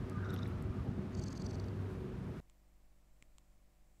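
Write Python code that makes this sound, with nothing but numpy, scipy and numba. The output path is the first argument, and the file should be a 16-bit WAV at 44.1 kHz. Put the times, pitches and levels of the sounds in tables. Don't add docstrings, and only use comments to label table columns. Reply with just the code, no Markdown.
import sys
import numpy as np
from scipy import signal
from scipy.fft import rfft, irfft
from scipy.io import wavfile
from scipy.ndimage import uniform_filter1d
from numba import njit

SR = 44100
rng = np.random.default_rng(int(sys.argv[2]) if len(sys.argv) > 2 else 0)


def to_wav(sig):
    pcm = np.clip(np.atleast_2d(sig), -1, 1) * 32767
    pcm = np.round(pcm).astype(np.int16)
    wavfile.write(sys.argv[1], SR, pcm.T)


N = 176400
CUT_S = 2.403

# (frequency [Hz], relative level [dB])
RUMBLE_SPECTRUM = [(12, -37), (38, -16), (56, -2.5), (101, -1.5), (163, -5), (196, -4.5), (293, -12),
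                   (326, -16.5), (373, -10), (404, -17), (558, -24.5), (621, -19.5), (673, -24.5),
                   (1120, -28.5), (1210, -28.5), (3730, -44.5), (15000, -65.5)]
# (time [s], relative level [dB])
BASS_LEVEL = [(0, -42), (.15, -47), (.25, -43.5), (.55, -44), (.63, -41), (.76, -44.5), (.95, -48),
              (1.07, -45), (1.3, -45), (1.7, -43), (2.05, -47), (2.14, -44.5), (2.39, -45)]
MIDDLE_LEVEL = [(0, -46), (.3, -43.5), (.8, -45), (1.5, -46), (2.0, -48.5), (2.39, -50.5)]
TREBLE_LEVEL = [(0, -59.5), (.5, -59.5), (1.1, -61), (1.8, -60), (2.4, -62)]
# (time [s], level [dB])
MOAN_LEVEL = [(1.3, -68), (1.6, -54), (2.1, -57.5), (2.4, -56.5)]
RUSTLE_LEVEL = [(1.55, -87), (1.85, -80), (2.13, -84), (2.25, -83), (2.4, -78.5)]
# (frequency [Hz], relative level [dB])
ENGINE_LINES = [(194, -52.5), (246, -55), (291, -58), (466, -63.5)]
# (time [s], relative level [dB])
ENGINE_SWELL = [(0, -55), (.27, -40.5), (.5, -45.5), (.7, -49), (1.0, -46.5), (1.47, -50.5), (1.6, -43.5),
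                (1.83, -42.5), (2.05, -54), (2.39, -60)]
WHINE_LEVEL = [(0, -55), (.4, -58), (1.0, -56), (1.6, -54.5), (2.05, -49.5), (2.4, -58.5)]
# (time [s], envelope peak [dB], frequency [Hz])
WIND_BUFFETS = [(.176, -31, 134), (0.707, -28.5, 82), (0.808, -30.5, 99), (.892, -26.5, 105),
                (.995, -31, 140), (1.194, -34, 91), (2.219, -34.5, 124)]

# (frequency [Hz], relative level [dB])
ROOM_SPECTRUM = [(12, 5), (22, 3), (38, -3.5), (70, -15), (110, -21.5), (250, -23.5), (420, -28),
                 (1000, -29), (1500, -33.5), (2100, -32), (3300, -38), (6000, -38.5), (10000, -41),
                 (15500, -41)]
# (time [s], level [dB])
HISS_LEVEL = [(2.45, -92), (3.0, -91.5), (3.55, -89), (3.75, -93), (3.95, -87)]
# (harmonic [number], relative level [dB])
HUM_LINES = [(1, -67.5), (2, -82), (3, -81.5), (4, -82.5), (5, -91.5), (6, -87.5), (7, -86.5), (10, -94.5),
             (11, -95.5), (12, -88), (13, -91.5), (15, -91), (16, -95)]
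# (time [s], peak [dB], tilt [dB/octave], relative thud [dB], second mode boost [dB])
ROOM_TICKS = [(2.498, -53.5, 3.5, -25, -4.5), (3.2245, -46, 4, 0, 7), (3.3833, -46.5, 3.5, -16, -11)]
# (frequency [Hz], width [Hz], relative level [dB])
OBJECT_MODES = [(1080, 480, 4.5), (2200, 590, 5), (3100, 1300, -3.5), (4320, 960, -9), (5420, 1100, -15.5),
                (7500, 1360, -2)]

# (time [s], centre [Hz], level [dB])
WHEEZE_PATH = [(.08, 1640, -76), (.15, 1570, -64), (.2, 1490, -55.5), (.29, 1420, -55), (.37, 1320, -57.5),
               (.47, 1410, -64), (.6, 1350, -70), (.85, 1220, -75)]
# (time [s], level [dB])
WHISTLE_LEVEL = [(.03, -85), (.12, -59), (.21, -55.5), (.26, -62), (.66, -76), (.77, -60), (.86, -86)]
# (time [s], peak [dB], centre [Hz], width [Hz], decay [s])
SALIVA_CLICKS = [(0.098, -44, 5940, 7500, 0.0004), (.305, -50, 7060, 4500, 0.00045),
                 (0.3412, -41, 11300, 7500, 0.00056), (0.353, -53, 10100, 6500, .0005),
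                 (0.363, -44.5, 2900, 1800, 0.00096), (0.457, -44, 1990, 680, 0.002),
                 (0.477, -51, 10600, 8000, 0.00035), (0.624, -52.5, 10200, 9900, 0.0016)]
# (time [s], spread in time [s], level [dB])
LIP_SMEARS = [(.345, 0.016, -75), (.484, 0.024, -78)]
# (time of the snap [s], snap level [dB], rasp level [dB])
LOW_BEATS = [(.262, -66, -65), (0.306, -58.5, -64), (0.348, -60, -60), (.391, -54, -63),
             (.432, -52.5, -65.5), (.465, -62, -70)]
HIGH_BEATS = [(1.151, -56, -74), (1.196, -55, -63), (1.239, -49.5, -61.5), (1.284, -52.5, -61.5),
              (1.329, -52, -62.5), (1.377, -52.5, -63), (1.421, -52.5, -63.5), (1.466, -51, -63.5),
              (1.511, -55.5, -64.5), (1.556, -60, -63), (1.6, -55, -75), (1.643, -61, -78),
              (1.685, -62, -80)]
# (centre [Hz], width [Hz], relative level [dB], relative glide [1/s])
LOW_RESONANCES = [(3670, 430, 6, 0), (5470, 1200, -4.5, 0)]
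HIGH_RESONANCES = [(4530, 460, 7.5, -.03), (5030, 3100, -3.5, -0.18), (6150, 920, 2, -0.26),
                   (7800, 1100, -7.5, -0.000014)]


def undb(db):
    return 10 ** (np.asarray(db) / 20)


def unit(x):
    return x / np.sqrt(np.mean(x ** 2))


def curve(rows, column=1):
    rows = np.array(rows)
    return np.interp(np.arange(N) / SR, rows[:, 0], rows[:, column])


def bell(x, spread):
    return np.exp(-.5 * (x / spread) ** 2)


def impulse(at_s):
    return 1. * (np.arange(N) == int(at_s * SR))


@njit
def bandpass(x, hz, width):
    y, band_state, low_state = np.empty(len(x)), 0., 0.
    for i in range(len(x)):
        g, damping = np.tan(np.pi * hz[i] / SR), width / hz[i]
        band = (band_state + g * (x[i] + 1e-18 - low_state)) / (1 + g * (g + damping))
        band_state = 2 * band - band_state
        low_state += 2 * g * band
        y[i] = damping * band
    return y


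def ring(x, hz, width):
    hz = np.minimum(hz + np.zeros(N), .45 * SR)
    return bandpass(bandpass(x, hz, float(width)), hz, float(width))


def noise():
    return rng.standard_normal(N)


def noise_band(hz, width):
    return unit(ring(noise(), hz, width))


def coloured(spectrum, lo_hz=0, hi_hz=SR):
    hz, points = np.arange(N // 2 + 1) * SR / N, np.array(spectrum)
    gain = undb(np.interp(np.log(hz + 1), np.log(points[:, 0]), points[:, 1]))
    return unit(irfft(rfft(noise()) * gain * (hz > lo_hz) * (hz <= hi_hz), N))


def walk(rate):
    hold = int(SR / rate)
    steps = np.repeat(noise()[:N // hold + 1], hold)
    return unit(uniform_filter1d(uniform_filter1d(steps, hold), hold)[:N])


def tones(lines, waver_db, drift, rate):
    out = 0
    for hz, db in lines:
        gain = np.sqrt(2) * undb(db + waver_db * (walk(rate) - 1.5))
        cycles = np.cumsum(hz * (1 + drift * walk(rate))) / SR + rng.random()
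        out += gain * np.sin(2 * np.pi * cycles)
    return out


def room_tone():
    air = coloured(ROOM_SPECTRUM) * undb(-66)
    hiss = noise_band(hz=7560, width=2100) * undb(curve(HISS_LEVEL))
    mains_hz = 49
    hum = tones([(k * mains_hz, db) for k, db in HUM_LINES], waver_db=.85, drift=.00097, rate=2.81)
    return air + hiss + hum


def outdoor_rumble():
    low_hz, high_hz = 167.2, 901
    bass = coloured(RUMBLE_SPECTRUM, hi_hz=low_hz) * undb(curve(BASS_LEVEL) - .5 + walk(22.93))
    middle = coloured(RUMBLE_SPECTRUM, low_hz, high_hz) * undb(curve(MIDDLE_LEVEL) - 1.5 + walk(29.9))
    treble = coloured(RUMBLE_SPECTRUM, lo_hz=high_hz) * undb(curve(TREBLE_LEVEL) + .5 * walk(24.73))
    moan = noise_band(hz=398, width=200) * undb(curve(MOAN_LEVEL))
    rustle = noise_band(hz=7700, width=22000) * undb(curve(RUSTLE_LEVEL) + 2 * walk(81))
    return bass + middle + treble + moan + rustle


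def distant_engine():
    lowest_hz, whine_hz = 96.8, 371.7
    lowest = tones([(lowest_hz, -2)], waver_db=-1.5, drift=.0057, rate=8.16) * undb(curve(ENGINE_SWELL))
    upper = tones(ENGINE_LINES, waver_db=2.5, drift=.00652, rate=6.805)
    whine = tones([(whine_hz, 0)], waver_db=3, drift=.0076, rate=14) * undb(curve(WHINE_LEVEL))
    return lowest + upper + whine


def wind_buffets(t):
    out = 0
    for at_s, db, hz in WIND_BUFFETS:
        cycles = hz * (t - at_s)
        out -= undb(db) * np.sin(2 * np.pi * cycles) * bell(cycles, spread=.39)
    return out


def ticks(t):
    thud_hz, thud_decay_s, edge_db = 172, .0013, -20
    out = 0
    for at_s, db, tilt, thud_db, second_db in ROOM_TICKS:
        blow, age = impulse(at_s), np.maximum(t - at_s, 0)
        body = undb(edge_db) * blow
        for k, (hz, width, mode_db) in enumerate(OBJECT_MODES):
            weight_db = second_db * (k == 1) + tilt * np.log2(hz / OBJECT_MODES[1][0])
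            body += (-1) ** k * undb(mode_db + weight_db) * ring(blow, hz, width)
        thud = np.sin(2 * np.pi * thud_hz * age) * np.exp(-age / thud_decay_s)
        out += undb(db) * (body / np.abs(body).max() + undb(thud_db) * thud)
    return out


def wheeze(t):
    falling = noise_band(curve(WHEEZE_PATH), width=240)
    falling *= undb(curve(WHEEZE_PATH, column=2) + 2 * walk(140))
    whistle = noise_band(hz=1216, width=46) * undb(curve(WHISTLE_LEVEL))
    return falling * (t < WHEEZE_PATH[-1][0]) + whistle * (t < WHISTLE_LEVEL[-1][0])


def mouth_clicks(t):
    clicks = 0
    for at_s, db, hz, width, decay_s in SALIVA_CLICKS:
        fizz = undb(-8) * noise() * (t >= at_s) * np.exp(-np.abs(t - at_s) / decay_s)
        burst = ring(impulse(at_s) + fizz, hz, width)
        clicks += undb(db) * burst / np.abs(burst).max()
    smears = sum(undb(db) * bell(t - at_s, spread_s) for at_s, spread_s, db in LIP_SMEARS)
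    grains = noise() * undb(3.6 * walk(750))
    return clicks + smears * unit(ring(grains, hz=12200, width=14000))


def trill(t, beats, resonances, rasp_s):
    times = np.array(beats)[:, 0]
    snaps = sum(undb(db) * bell(t - at_s, spread=.002) for at_s, db, _ in beats)
    rasps = sum(undb(db) * ((t > at_s - rasp_s) & (t < at_s)) for at_s, _, db in beats)
    grainy_rasps = uniform_filter1d(rasps, size=220) * undb(walk(300))
    from_middle_s = np.clip(t, times[0] - rasp_s, times[-1]) - times.mean()
    dulling = 12 * from_middle_s
    air = 0
    for hz, width, db, glide in resonances:
        centre_hz = hz * np.exp(glide * from_middle_s) + .1 * width * walk(44.7)
        gain = undb(db + dulling * np.log2(resonances[1][0] / hz))
        air += gain * ring(noise(), centre_hz, width)
    air /= np.std(air[(t > times[0]) & (t < times[-1])])
    spray = undb(-25) * snaps * noise_band(hz=11000, width=14000)
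    return np.hypot(snaps, grainy_rasps) * air + spray


def scene():
    t = np.arange(N) / SR
    low_trill = trill(t, LOW_BEATS, LOW_RESONANCES, rasp_s=.0175)
    high_trill = trill(t, HIGH_BEATS, HIGH_RESONANCES, rasp_s=.026)
    cat = wheeze(t) + mouth_clicks(t) + low_trill + high_trill
    outdoors = outdoor_rumble() + distant_engine() + wind_buffets(t) + cat
    indoors = room_tone() + ticks(t)
    before_cut = uniform_filter1d(1. * (t < CUT_S), size=32)
    return (before_cut * outdoors + (1 - before_cut) * indoors)[None]


def record(dry):
    top_hz = 15600
    return signal.sosfilt(signal.ellip(10, .2, 70, top_hz, fs=SR, output="sos"), dry)


dry = scene()
out = record(dry)
to_wav(out)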